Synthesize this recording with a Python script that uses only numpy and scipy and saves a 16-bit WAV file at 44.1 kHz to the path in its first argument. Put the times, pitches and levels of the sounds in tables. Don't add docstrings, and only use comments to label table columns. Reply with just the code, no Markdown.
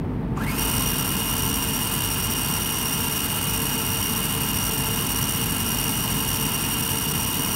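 import sys
import numpy as np
from scipy import signal
from scipy.fft import rfft, irfft
from scipy.io import wavfile
from scipy.ndimage import uniform_filter1d

SR = 44100
rng = np.random.default_rng(int(sys.argv[2]) if len(sys.argv) > 2 else 0)


def pcm_store(signal):
    levels = np.round(np.clip(np.atleast_2d(signal), -1, 1) * 32767)
    wavfile.write(sys.argv[1], SR, levels.astype(np.int16).T)


N = 332955
TIME = np.arange(N) / SR
FREQS = np.maximum(np.arange(N // 2 + 1) * SR / N, 1)

# frequency in Hz, relative level in dB.
RUMBLE_SPECTRUM = [(20, -31), (36, -44), (48, -4.5), (70, -4.5), (115, 1), (200, -0.5), (270, -1),
                   (320, -10), (440, -10.5), (520, -18.5), (950, -20), (1500, -29), (2400, -34.5),
                   (8000, -62)]
# pitch in Hz, relative level in dB, wavering from 0 to 1.
MOTOR_TONES = [(47.5, -3, 0), (53.7, -7, 1)]
# pitch in Hz, level in dB, wavering from 0 to 1.
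HUM_TONES = [(97.1, -41.5, 0.45), (144.4, -40.5, 0.49), (216.5, -47.5, 1), (449, -47, 0.84),
             (455.6, -49.5, 0.53), (630, -58.5, 0.4), (887, -52, 0.5)]
# frequency in Hz, relative level in dB.
FRAME_SPECTRUM = [(300, -9.5), (550, -15), (780, -7), (880, 3.5), (1080, -2), (1200, -3), (1400, -2.5),
                  (1500, -7), (1650, -3), (1850, -7), (2330, -10), (2600, -3.5), (3400, -15), (6000, -15.5)]
# pitch in Hz, width in Hz, boost in dB.
FRAME_RESONANCES = [(655, 16, 8.5), (772, 7.2, 7.3), (980, 5, 9), (1052, 8, 10), (1350, 10.5, 9),
                    (1380, 8.9, 6), (1574, 20, 5.9), (2016, 16, 6), (2105, 18, 5.7), (2178, 15, 10.3),
                    (2495, 57, 6.1), (2799, 19, 6.4)]
# time in seconds, share of full speed.
DRIVE_SPEED = [(0, 0), (.35, 0), (.37, .34), (.42, .56), (.47, .74), (.52, .86), (.58, .98), (.62, 1),
               (7.55, 1)]
# start in seconds, level in dB, pitch in Hz, width in Hz, decay in seconds.
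GEAR_CLACK = (0.372, -40, 6800, 700, 0.005)
ROLLER_RATES = [75.135, 73.5, 73.31, 71.66]
# place of the high spot in turns, then how far it swings
# the tooth force, the whine and the overtone, each in dB before any limiting.
ROLLER_PUSHES = [(0.7, 0.4, 0.3, 9), (.87, -0.1, -1.5, 7.5), (0.94, 2.5, -0.2, -1.5), (0.14, 0.1, 3, 6.5)]
# pitch in Hz, width in Hz, relative level in dB.
TREBLE_PEAKS = [(3032, 230, -3), (3620, 270, -10), (4535, 450, -10.5), (5590, 450, -10.5), (6620, 360, -13),
                (7570, 760, -13.5), (8710, 435, 0), (9080, 390, -3.5), (10380, 310, -8.5), (11326, 430, 0),
                (11950, 430, -6), (13620, 400, -2), (14600, 450, -2.5), (15700, 940, -9.5)]
# middle in seconds, half length in seconds, change in dB.
OVERTONE_LULLS = [(1.18, 0.098, -3.5), (1.94, 0.071, -5), (3.374, .11, -7), (4.35, 0.12, -4.5),
                  (5.5, 0.065, -2.5), (6.2, 0.05, -1)]
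# pitch in Hz, rough width in Hz, gain in dB.
WHINE_RESONANCES = [(1095, 170, 2.5), (1600, 380, 3), (2130, 930, 0.5), (2850, 200, -0.8)]

RING_HZ, MESH_HZ = 16.083, 2850
WHINE_DB, OVERTONE_DB, RATTLE_DB, FRAME_DB = -34.5, -36.5, -28.5, -32.5
RUMBLE_DB, DRONE_DB = -29.7, -36
BOUNCE_S, BOUNCE_RISE_S = 0.583, 0.004
SURGE_S, SURGE_WIDTH_S, SURGE_DB = 0.59, 0.24, 1.5


def from_db(db):
    return 10 ** (np.asarray(db) / 20)


def unit_power(x):
    return x / np.sqrt(np.mean(x ** 2) + 1e-20)


def steady(x):
    return x / np.sqrt(uniform_filter1d(x ** 2, size=int(2 * SR / RING_HZ)) + 1e-12)


def bump(x, width):
    return np.exp(-(x / width) ** 2)


def soft_limit(db, limit_db):
    return limit_db * np.tanh(db / limit_db)


def drift(rate_hz):
    return unit_power(irfft(rfft(rng.standard_normal(N)) / (1 + 1j * FREQS / rate_hz) ** 2, N))


def colour(x, spectrum):
    hz, db = np.transpose(spectrum)
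    return irfft(rfft(x) * from_db(np.interp(np.log(FREQS), np.log(hz), db)), N)


def resonate(x, hz, width):
    radius = np.exp(-np.pi * width / SR)
    feedback = [1, -2 * radius * np.cos(2 * np.pi * hz / SR), radius * radius]
    return signal.lfilter(np.array([1, 0, -1]) * (1 - radius * radius) / 2, feedback, x)


def room(x, fade_s):
    t = TIME[:SR // 2]
    tail = rng.standard_normal(len(t)) * from_db(-60 * t / fade_s) * (t > 0.004)
    return signal.fftconvolve(x, tail / np.sqrt(np.sum(tail ** 2)))[:N]


def hum(tones):
    out = 0
    for hz, db, waver in tones:
        angle = 2 * np.pi * hz * TIME
        tone = (1 + waver * drift(2.75)) * np.cos(angle) + waver * drift(3.2) * np.sin(angle)
        out = out + from_db(db) * unit_power(tone)
    return out


def workshop():
    rumble = unit_power(colour(rng.standard_normal(N), RUMBLE_SPECTRUM))
    rumble_db = RUMBLE_DB + 3 * bump(TIME, 1.2)
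    swell_db = 3.5 * np.cos(2 * np.pi * (TIME - 0.56) / 5)
    drone_db = DRONE_DB - 0.7 * TIME + swell_db
    return from_db(rumble_db) * rumble + from_db(drone_db) * hum(MOTOR_TONES) + hum(HUM_TONES)


def frame_ringing(shake):
    return sum((from_db(db) - 1) * resonate(shake, hz, width) for hz, width, db in FRAME_RESONANCES)


def frame_roar(speed, travel, force_db, treble_hz=6500):
    spots = int(SR / RING_HZ)
    track = rng.standard_normal(spots)[(travel * RING_HZ % 1 * spots).astype(int)]
    shake = (rng.standard_normal(N) + 0.43 * track * (travel > 0)) * from_db(0.35 * force_db)
    roar = unit_power(colour(shake + frame_ringing(shake), FRAME_SPECTRUM))
    dull = signal.sosfilt(signal.butter(1, treble_hz, fs=SR, output="sos"), roar)
    return from_db(FRAME_DB) * speed * (dull + speed ** 2 * (roar - dull))


def gear_clack():
    start, db, hz, width, decay = GEAR_CLACK
    fade = (TIME > start) * np.exp(-np.abs(TIME - start) / decay)
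    return from_db(db) * fade * unit_power(resonate(rng.standard_normal(N), hz, width))


def roller_arrows(travel, slip_turns=0.04):
    turns = [travel * hz - row[0] + slip_turns * drift(1.0)
             for hz, row in zip(ROLLER_RATES, ROLLER_PUSHES)]
    return np.exp(2j * np.pi * np.array(turns))


def alignment(push):
    return np.abs(push) / np.mean(np.abs(push)) - 1


def ring_fit(travel, preload_db=5.2, crest_turns=0.091, joint_turns=0.832):
    turns = travel * RING_HZ
    waves_db = 0.5 * np.cos(2 * np.pi * 5 * (turns - crest_turns))
    from_joint = (turns - joint_turns + 0.5) % 1 - 0.5
    return preload_db + waves_db - 6.5 * bump(from_joint, 0.055)


def hiss_and_rattle(teeth, force_db, push, sharpness=1.9):
    blows = np.exp(sharpness * (np.cos(2 * np.pi * teeth) - 1))
    bands = 0
    for hz, width, db in TREBLE_PEAKS:
        sensitivity = 2 + 1.5 * np.log2(hz / 10000)
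        strength = steady(blows * from_db(force_db * sensitivity))
        noise = strength * rng.standard_normal(N)
        wide = 1.52 * width
        bands = bands + from_db(db) * resonate(resonate(noise, hz, wide), hz, wide)
    broad = from_db(-19.5) * strength * rng.standard_normal(N)
    level_db = RATTLE_DB + 0.0333 * TIME + 2.1 * alignment(push)
    return from_db(level_db) * steady(bands + broad)


def mesh_tone(teeth, level_db, slip, slip_hz, scatter):
    angle = 2 * np.pi * teeth + slip * drift(slip_hz)
    scattered = drift(66) * np.cos(angle) + drift(55) * np.sin(angle)
    return from_db(level_db) * (np.cos(angle) + scatter * scattered)


def tooth_overtone(teeth, fit_db, knock_db, push, loose):
    burst_db = soft_limit(3.2 * fit_db + push.real, limit_db=20.5) + 1.4 * knock_db
    tone = mesh_tone(2 * teeth, burst_db, slip=2.06 + 4.5 * loose, slip_hz=43.3, scatter=0.31)
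    swell_db = soft_limit(3 * alignment(push), limit_db=5)
    lulls_db = sum(db * bump(TIME - middle, width) for middle, width, db in OVERTONE_LULLS)
    singing = from_db(OVERTONE_DB + swell_db + lulls_db) * steady(resonate(tone, hz=5600, width=630))
    return from_db(-47) * steady(tone), singing


def tooth_whine(speed, teeth, fit_db, push, loose, bite_db=7, bite_decay_s=0.018):
    flutter_db = 0.4 * fit_db + push.real
    tone = (speed > 0) * mesh_tone(teeth, flutter_db, slip=0.48 + 0.97 * loose, slip_hz=60, scatter=0.25)
    tone = steady(tone + 1.4 * frame_ringing(tone) + from_db(-7.5) * room(tone, fade_s=0.32))
    resonance_power = sum(from_db(db) ** 2 / (1 + ((speed * MESH_HZ - hz) / (width / 2)) ** 2) ** 2.8
                          for hz, width, db in WHINE_RESONANCES)
    since_clack = TIME - GEAR_CLACK[0]
    bite = (since_clack > 0) * from_db(bite_db * np.exp(-np.abs(since_clack) / bite_decay_s))
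    return from_db(WHINE_DB) * bite * np.sqrt(resonance_power) * tone


def scene():
    speed = np.interp(TIME, *np.transpose(DRIVE_SPEED))
    travel = np.cumsum(speed) / SR
    teeth = np.cumsum(speed * (MESH_HZ + 10 * drift(8.03))) / SR
    surge = from_db(SURGE_DB * bump(TIME - SURGE_S, SURGE_WIDTH_S))
    bouncing = 0.5 + 0.5 * np.tanh((TIME - BOUNCE_S) / BOUNCE_RISE_S)
    loose = np.sqrt(np.abs(1 - speed))
    arrows = roller_arrows(travel)
    tooth_push, whine_push, overtone_push = np.transpose(ROLLER_PUSHES)[1:] @ arrows
    knock_db = 2.3 * np.exp(14.0 * (arrows[0].real - 1))
    fit_db = ring_fit(travel) + 3.1 * drift(200)
    force_db = soft_limit(fit_db + tooth_push.real + knock_db, limit_db=6.0)
    whine = tooth_whine(speed, teeth, fit_db, whine_push, loose)
    plain, singing = tooth_overtone(teeth, fit_db, knock_db, overtone_push, loose)
    overtone = (1 - bouncing) * speed * plain + bouncing * surge * singing
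    hiss_gain = from_db(-38.5)
    rattle_gain = surge * speed ** 2.6 * from_db(-6.5 * (1 - bouncing))
    chatter = overtone + (hiss_gain + rattle_gain) * hiss_and_rattle(teeth, force_db, tooth_push)
    roar = surge * frame_roar(speed, travel, force_db)
    echoes = from_db(-19) * room(chatter, fade_s=0.27)
    return (whine + chatter + echoes + gear_clack() + roar + workshop())[None]


def record(dry):
    return signal.sosfilt(signal.ellip(12, 0.1, 90, 15700, fs=SR, output="sos"), dry)


dry = scene()
out = record(dry)
pcm_store(out)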